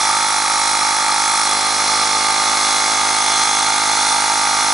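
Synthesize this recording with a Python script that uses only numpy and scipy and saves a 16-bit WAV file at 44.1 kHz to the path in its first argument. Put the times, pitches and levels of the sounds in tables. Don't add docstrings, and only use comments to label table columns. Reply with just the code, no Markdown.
import sys
import numpy as np
from scipy import signal
from scipy.fft import rfft, irfft, next_fast_len
from scipy.io import wavfile
from scipy.ndimage import map_coordinates

SR = 44100
rng = np.random.default_rng(int(sys.argv[2]) if len(sys.argv) > 2 else 0)


def put_to_file(sound):
    columns = np.atleast_2d(sound).T
    safe = np.clip(columns, -1, 1)
    whole_steps = np.round(safe * 32767)
    wavfile.write(sys.argv[1], SR, whole_steps.astype(np.int16))


def boost_factor(decibels):
    exponent = np.asarray(decibels, float) / 20
    return 10 ** exponent


N = 208945

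# start_s, turns_per_s
CRANK_SPEED = [(0.0, 51.432), (0.22, 51.491), (0.28, 51.359), (1.51, 51.322), (1.8, 51.942), (1.91, 51.615),
               (2.23, 51.881), (2.38, 52.432), (2.66, 52.062), (3.06, 52.275), (3.33, 52.086),
               (3.8, 52.297), (3.86, 51.983), (4.15, 52.026), (4.53, 51.752), (4.74, 52.088)]
# start_s, grip (0 loose, 1 pressed, 2 settled)
HAND_GRIP = [
    (0, 0),
    (1.44, 0),
    (1.48, .6),
    (2.1, .65),
    (2.35, 1),
    (2.9, 1.05),
    (3.3, 1.3),
    (4.1, 2),
    (4.74, 2),
]
# crank_order, width_orders, loose_db, pressed_db, settled_db
KNOCK_RESONANCES = [(20.9, 1, -40, -31.5, -44), (22, .8, -35, -45, -34), (25, .8, -31, -37, -46),
                    (26.5, 1.6, -35, -41, -33), (30.4, 1.4, -39, -36, -35), (35, 7, -40.5, -44, -44.5),
                    (39.8, 1, -50, -33, -35), (42, .8, -37, -33, -43), (46, 6, -42, -45, -44),
                    (55, 10, -57, -52, -51)]
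KNOCK_ORDERS = [k for k in range(20, 60) if k not in (23, 24)]
# crank_order, loose_db, pressed_db, settled_db
SHELL_RING = [(14, -40, -38, -42), (15, -35, -30, -32), (16, -31, -34, -28), (17, -26, -27, -27),
              (18, -27, -34, -28), (19, -47, -46, -47)]
# crank_order, loose_db, pressed_db, settled_db
HEAD_RING = [(23, -31, -26.5, -31), (24, -33, -33, -30)]
# pitch_hz, width_hz, level_db, firm_grip_change_db, load_depth_db
CASING_MODES = [(796, 166, -36, 0, -2), (866, 115, -34, 2.5, -8), (1218, 124, -27.5, -2.5, 10),
                (1368, 98, -35, 2, 9), (1578, 380, -40, 2.5, 1.5), (2046, 300, -34, 0.5, 4.5),
                (2208, 230, -33.5, 0, -1), (2864, 59, -51.5, 8, -5)]
# pitch_hz, width_hz, level_db, firm_grip_change_db, load_depth_db
FRAME_MODES = [(3420, 127, -36.5, 5.5, 2), (4174, 260, -33, 3.5, 0.5), (3850, 390, -34, 2, -4),
               (5080, 230, -32.5, 0, 2.5), (5535, 480, -28.5, -2.5, -1), (6210, 650, -31.5, 3.5, 2.5),
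               (7707, 200, -34, 0.5, 2.5), (9290, 740, -29, -0.5, 2.5), (10360, 550, -32, 0, 2)]
LOAD_ANGLES = [.95, .95, .25, .2, .9, .38, .42, .4, .1, .55, .2, .03, .9, .5, .9, .9, .9]
# crank_order, loose_db, pressed_db, settled_db
MESH_WHINE = [(66, -45, -39, -40), (80, -41, -39, -38), (81, -36, -38, -40)]
# crank_order, loose_db, pressed_db, settled_db
PISTON_HUM = [(1, -61, -62.5, -59), (2, -49, -48, -48), (3, -53.5, -55, -49), (4, -50, -47.5, -52.5),
              (5, -45.5, -43, -41.5), (6, -45.5, -45.5, -44.5), (7, -44.5, -44, -45.5), (8, -70, -54, -84),
              (9, -60, -41, -44), (10, -46.5, -50, -48), (11, -43, -39.5, -48.5), (12, -47, -70, -43.5),
              (13, -43.5, -39.5, -37)]
# shaft_order, loose_db, pressed_db, settled_db
MOTOR_HUM = [(1, -55, -54, -56)]
# pitch_hz, width_hz, length_ms, level_db
LINKAGE_TICKS = [(5800, 5100, 0.36, -40.5), (8800, 7900, 0.14, -33.5), (8450, 2600, 0.29, -43),
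                 (6240, 430, 0.25, -33), (6330, 640, 0.53, -41.5), (5480, 600, 0.74, -36),
                 (6200, 5400, 0.36, -35), (4154, 194, 0.99, -34.5), (4310, 50, 0.69, -45),
                 (3394, 250, 1., -38), (3473, 230, 0.37, -39), (5030, 350, 0.81, -41.5),
                 (4960, 790, 0.77, -40)]
TICK_ANGLES = [(.7, .6), (.98, .95), (.82, .77), (.45, .43), (.8, .8), (.79, .76), (.2, .2), (.47, .55),
               (.62, .6), (.3, .28), (.8, .79), (.93, .93), (.78, .76)]
# pitch_hz, density_db_per_hz
HISS_SPECTRUM = [(30, -36), (250, -17), (1000, -17), (2500, -14), (3000, -20.5), (4000, -5), (6700, -8.5),
                 (11200, -11.5)]
# pitch_hz, level_db
GROUND_ECHO = [(60, -24), (200, -7), (600, -11), (1200, -9.5), (2500, -5), (5400, -16.5), (11000, -22.5)]
# pitch_hz, density_db_per_hz
WIND_SPECTRUM = [(15, -6), (30, 0), (120, -7), (250, -1), (500, -21), (1000, -50)]
# pitch_hz, level_db
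PORT_BALANCE = [(60, -.8), (130, -1.3), (270, -2), (570, -2.6), (1210, -3.5), (2550, -1.5), (5410, -2.5),
                (11400, 1.5)]
# pitch_hz, lead_rad
PORT_LEAD = [(0, 0), (950, -0.6), (1550, 0.1), (1810, -0.4), (3360, -0.0), (3960, -0.4), (5170, -0.0),
             (11600, 0.0)]


def evened(x):
    return x / np.sqrt(np.mean(x ** 2) + 1e-20)


def read(points, hz):
    f, value = np.transpose(points)
    return np.interp(np.log(hz + 1), np.log(f + 1), value)


def curve(rows):
    start_s, value = np.transpose(rows)
    return np.interp(np.arange(N) / SR, start_s, value)


def coloured(x, gain):
    size = next_fast_len(N)
    spectrum = rfft(x, size) * gain(np.fft.rfftfreq(size, 1 / SR))
    return irfft(spectrum, size)[..., :N]


def wander(hz):
    return evened(coloured(rng.standard_normal(N), lambda f: 1 / (1 + (f / hz) ** 4)))


def resonate(x, hz, width):
    r = np.exp(-np.pi * width / SR)
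    pole = r * np.exp(2j * np.pi * hz / SR)
    return evened(signal.lfilter([1 - r], [1, -pole], x).real)


def orders(rows, turns, grip, uneven_db, uneven_hz, slip, delay=0):
    angle = turns + slip * wander(uneven_hz)
    swell_db = uneven_db * wander(uneven_hz)
    first = rows[0][0]
    out = np.zeros(N)
    for k, *grip_db in rows:
        level_db = np.interp(grip, range(3), grip_db) + swell_db + .5 * uneven_db * wander(1.6)
        phase = round(k) * angle - round(k - first) * delay
        out += boost_factor(level_db) * np.sqrt(2) * np.cos(2 * np.pi * phase)
    return out


def outlet_knock(turns, grip):
    table = np.array(KNOCK_RESONANCES)
    centre, width, level_db = table[:, :1], table[:, 1:2], table[:, 2:]
    power = [(boost_factor(2 * level_db) / (1 + (2 * (k - centre) / width) ** 4)).sum(0) for k in KNOCK_ORDERS]
    rows = np.column_stack([KNOCK_ORDERS, 10 * np.log10(power)])
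    low = rows[:, 0] < 28
    knock_turn, lag_turns = .785, .013
    return (orders(rows[low], turns - knock_turn - lag_turns, grip, uneven_db=0.73, uneven_hz=25, slip=0.00036)
            + orders(rows[~low], turns - knock_turn, grip, uneven_db=0.2, uneven_hz=25, slip=0.00031))


def shell_ring(turns, grip):
    return orders(SHELL_RING, turns, grip, uneven_db=1.1, uneven_hz=25, slip=0.0006)


def head_ring(turns, grip):
    return orders(HEAD_RING, turns - .31, grip, uneven_db=1.5, uneven_hz=25.4, slip=0.0011, delay=.4 * grip)


def teeth(turns):
    count, repeat_share, slip_turns = 600, .68, .001
    worn = rng.standard_normal((8, count))
    angle = (turns + slip_turns * wander(31)) % 1
    wear = np.linspace(0, 7, N)
    again = map_coordinates(worn, [wear, angle * count], order=1, mode="grid-wrap")
    fresh = rng.standard_normal(N)
    return np.sqrt(repeat_share) * evened(again) + np.sqrt(1 - repeat_share) * fresh


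def gear_rattle(turns, grip):
    firm = np.clip(grip, 0, 1)
    out = np.zeros(N)
    for (hz, width, db, firm_db, depth_db), angle in zip(CASING_MODES + FRAME_MODES, LOAD_ANGLES):
        impacts = teeth(turns) if hz > 3000 else rng.standard_normal(N)
        impacts = impacts * boost_factor(2.0 * wander(380))
        load_db = depth_db * np.cos(2 * np.pi * (turns - angle)) + 0.63 * wander(3.3)
        ring = resonate(impacts * boost_factor(load_db), hz, width)
        out += boost_factor(db + firm_db * firm) * resonate(ring, hz, 3.8 * width)
    return out


def gear_mesh(turns, grip):
    return orders(MESH_WHINE, turns - .55, grip, uneven_db=1.5, uneven_hz=20, slip=0.0011)


def piston_hum(turns, grip):
    touch = np.maximum(grip, np.minimum(1.5 * grip, 1))
    return orders(PISTON_HUM, turns - .795, touch, uneven_db=0.55, uneven_hz=4.3, slip=0.0008)


def motor_hum(turns, grip):
    gearing = 4.21
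    return orders(MOTOR_HUM, turns * gearing, grip, uneven_db=1.5, uneven_hz=3.3, slip=.03)


def once_a_turn(turns, jitter_ms, spread_db):
    at = np.flatnonzero(np.diff(np.floor(turns)) > 0)
    chance = rng.standard_normal((len(at), 2))
    shift = np.round(chance[:, 0] * jitter_ms * SR / 1000).astype(int)
    out = np.zeros(N)
    out[np.clip(at + shift, 0, N - 1)] = boost_factor(spread_db * chance[:, 1])
    return out


def linkage_ticks(turns):
    out = np.zeros(N)
    for (hz, width, ms, db), (first, last) in zip(LINKAGE_TICKS, TICK_ANGLES):
        click = once_a_turn(turns - np.linspace(first, last, N), jitter_ms=.06, spread_db=1.3)
        fade = np.exp(-np.arange(300) / SR * 1000 / ms)
        scrape = signal.oaconvolve(click, fade)[:N] * teeth(turns)
        strike = .9 * evened(click) + .5 * evened(scrape)
        out += boost_factor(db) * resonate(resonate(strike, hz, width), hz, width)
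    return out


def air_hiss(turns):
    breath_db = 1.5 * np.cos(2 * np.pi * (turns - .9)) + .5 * wander(40)
    air = rng.standard_normal(N) * boost_factor(breath_db)
    return boost_factor(-23) * evened(coloured(air, lambda f: boost_factor(read(HISS_SPECTRUM, f))))


def reflections(x):
    length, decay_s = 4000, 0.4
    sign = rng.choice([-1., 1.], length)
    present = rng.random(length) < .05
    taps = sign * present * boost_factor(-60 * np.arange(length) / SR / decay_s)
    tail = signal.fftconvolve(x, taps / np.linalg.norm(taps))[:N]
    return coloured(tail, lambda f: boost_factor(read(GROUND_ECHO, f))) * np.array([[1], [-1]])


def wind():
    noise = rng.standard_normal((2, N))
    return boost_factor(-59) * evened(coloured(noise, lambda f: boost_factor(read(WIND_SPECTRUM, f))))


def at_ports(x):
    side = np.array([[.5], [-.5]])
    return coloured(x, lambda f: boost_factor(side * read(PORT_BALANCE, f)) * np.exp(1j * side * read(PORT_LEAD, f)))


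def scene():
    grip = curve(HAND_GRIP)
    turns = .115 + np.cumsum(curve(CRANK_SPEED)) / SR
    steady = outlet_knock(turns, grip) + shell_ring(turns, grip) + head_ring(turns, grip)
    steady += gear_mesh(turns, grip) + piston_hum(turns, grip) + motor_hum(turns, grip)
    rough = gear_rattle(turns, grip) + linkage_ticks(turns) + air_hiss(turns)
    return at_ports(steady + rough) + reflections(rough + boost_factor(-11) * steady) + wind()


def band_limit(x):
    return signal.sosfilt(signal.butter(12, 12050, fs=SR, output="sos"), x)


def record(dry):
    soft = 1.1 * np.tanh(dry / 1.1)
    edge_hz, slope_db_per_hz = 11005, -.5
    narrow = coloured(soft, lambda f: boost_factor(slope_db_per_hz * np.clip(f - edge_hz, 0, 240)))
    return band_limit(narrow)


dry = scene()
out = record(dry)
put_to_file(out)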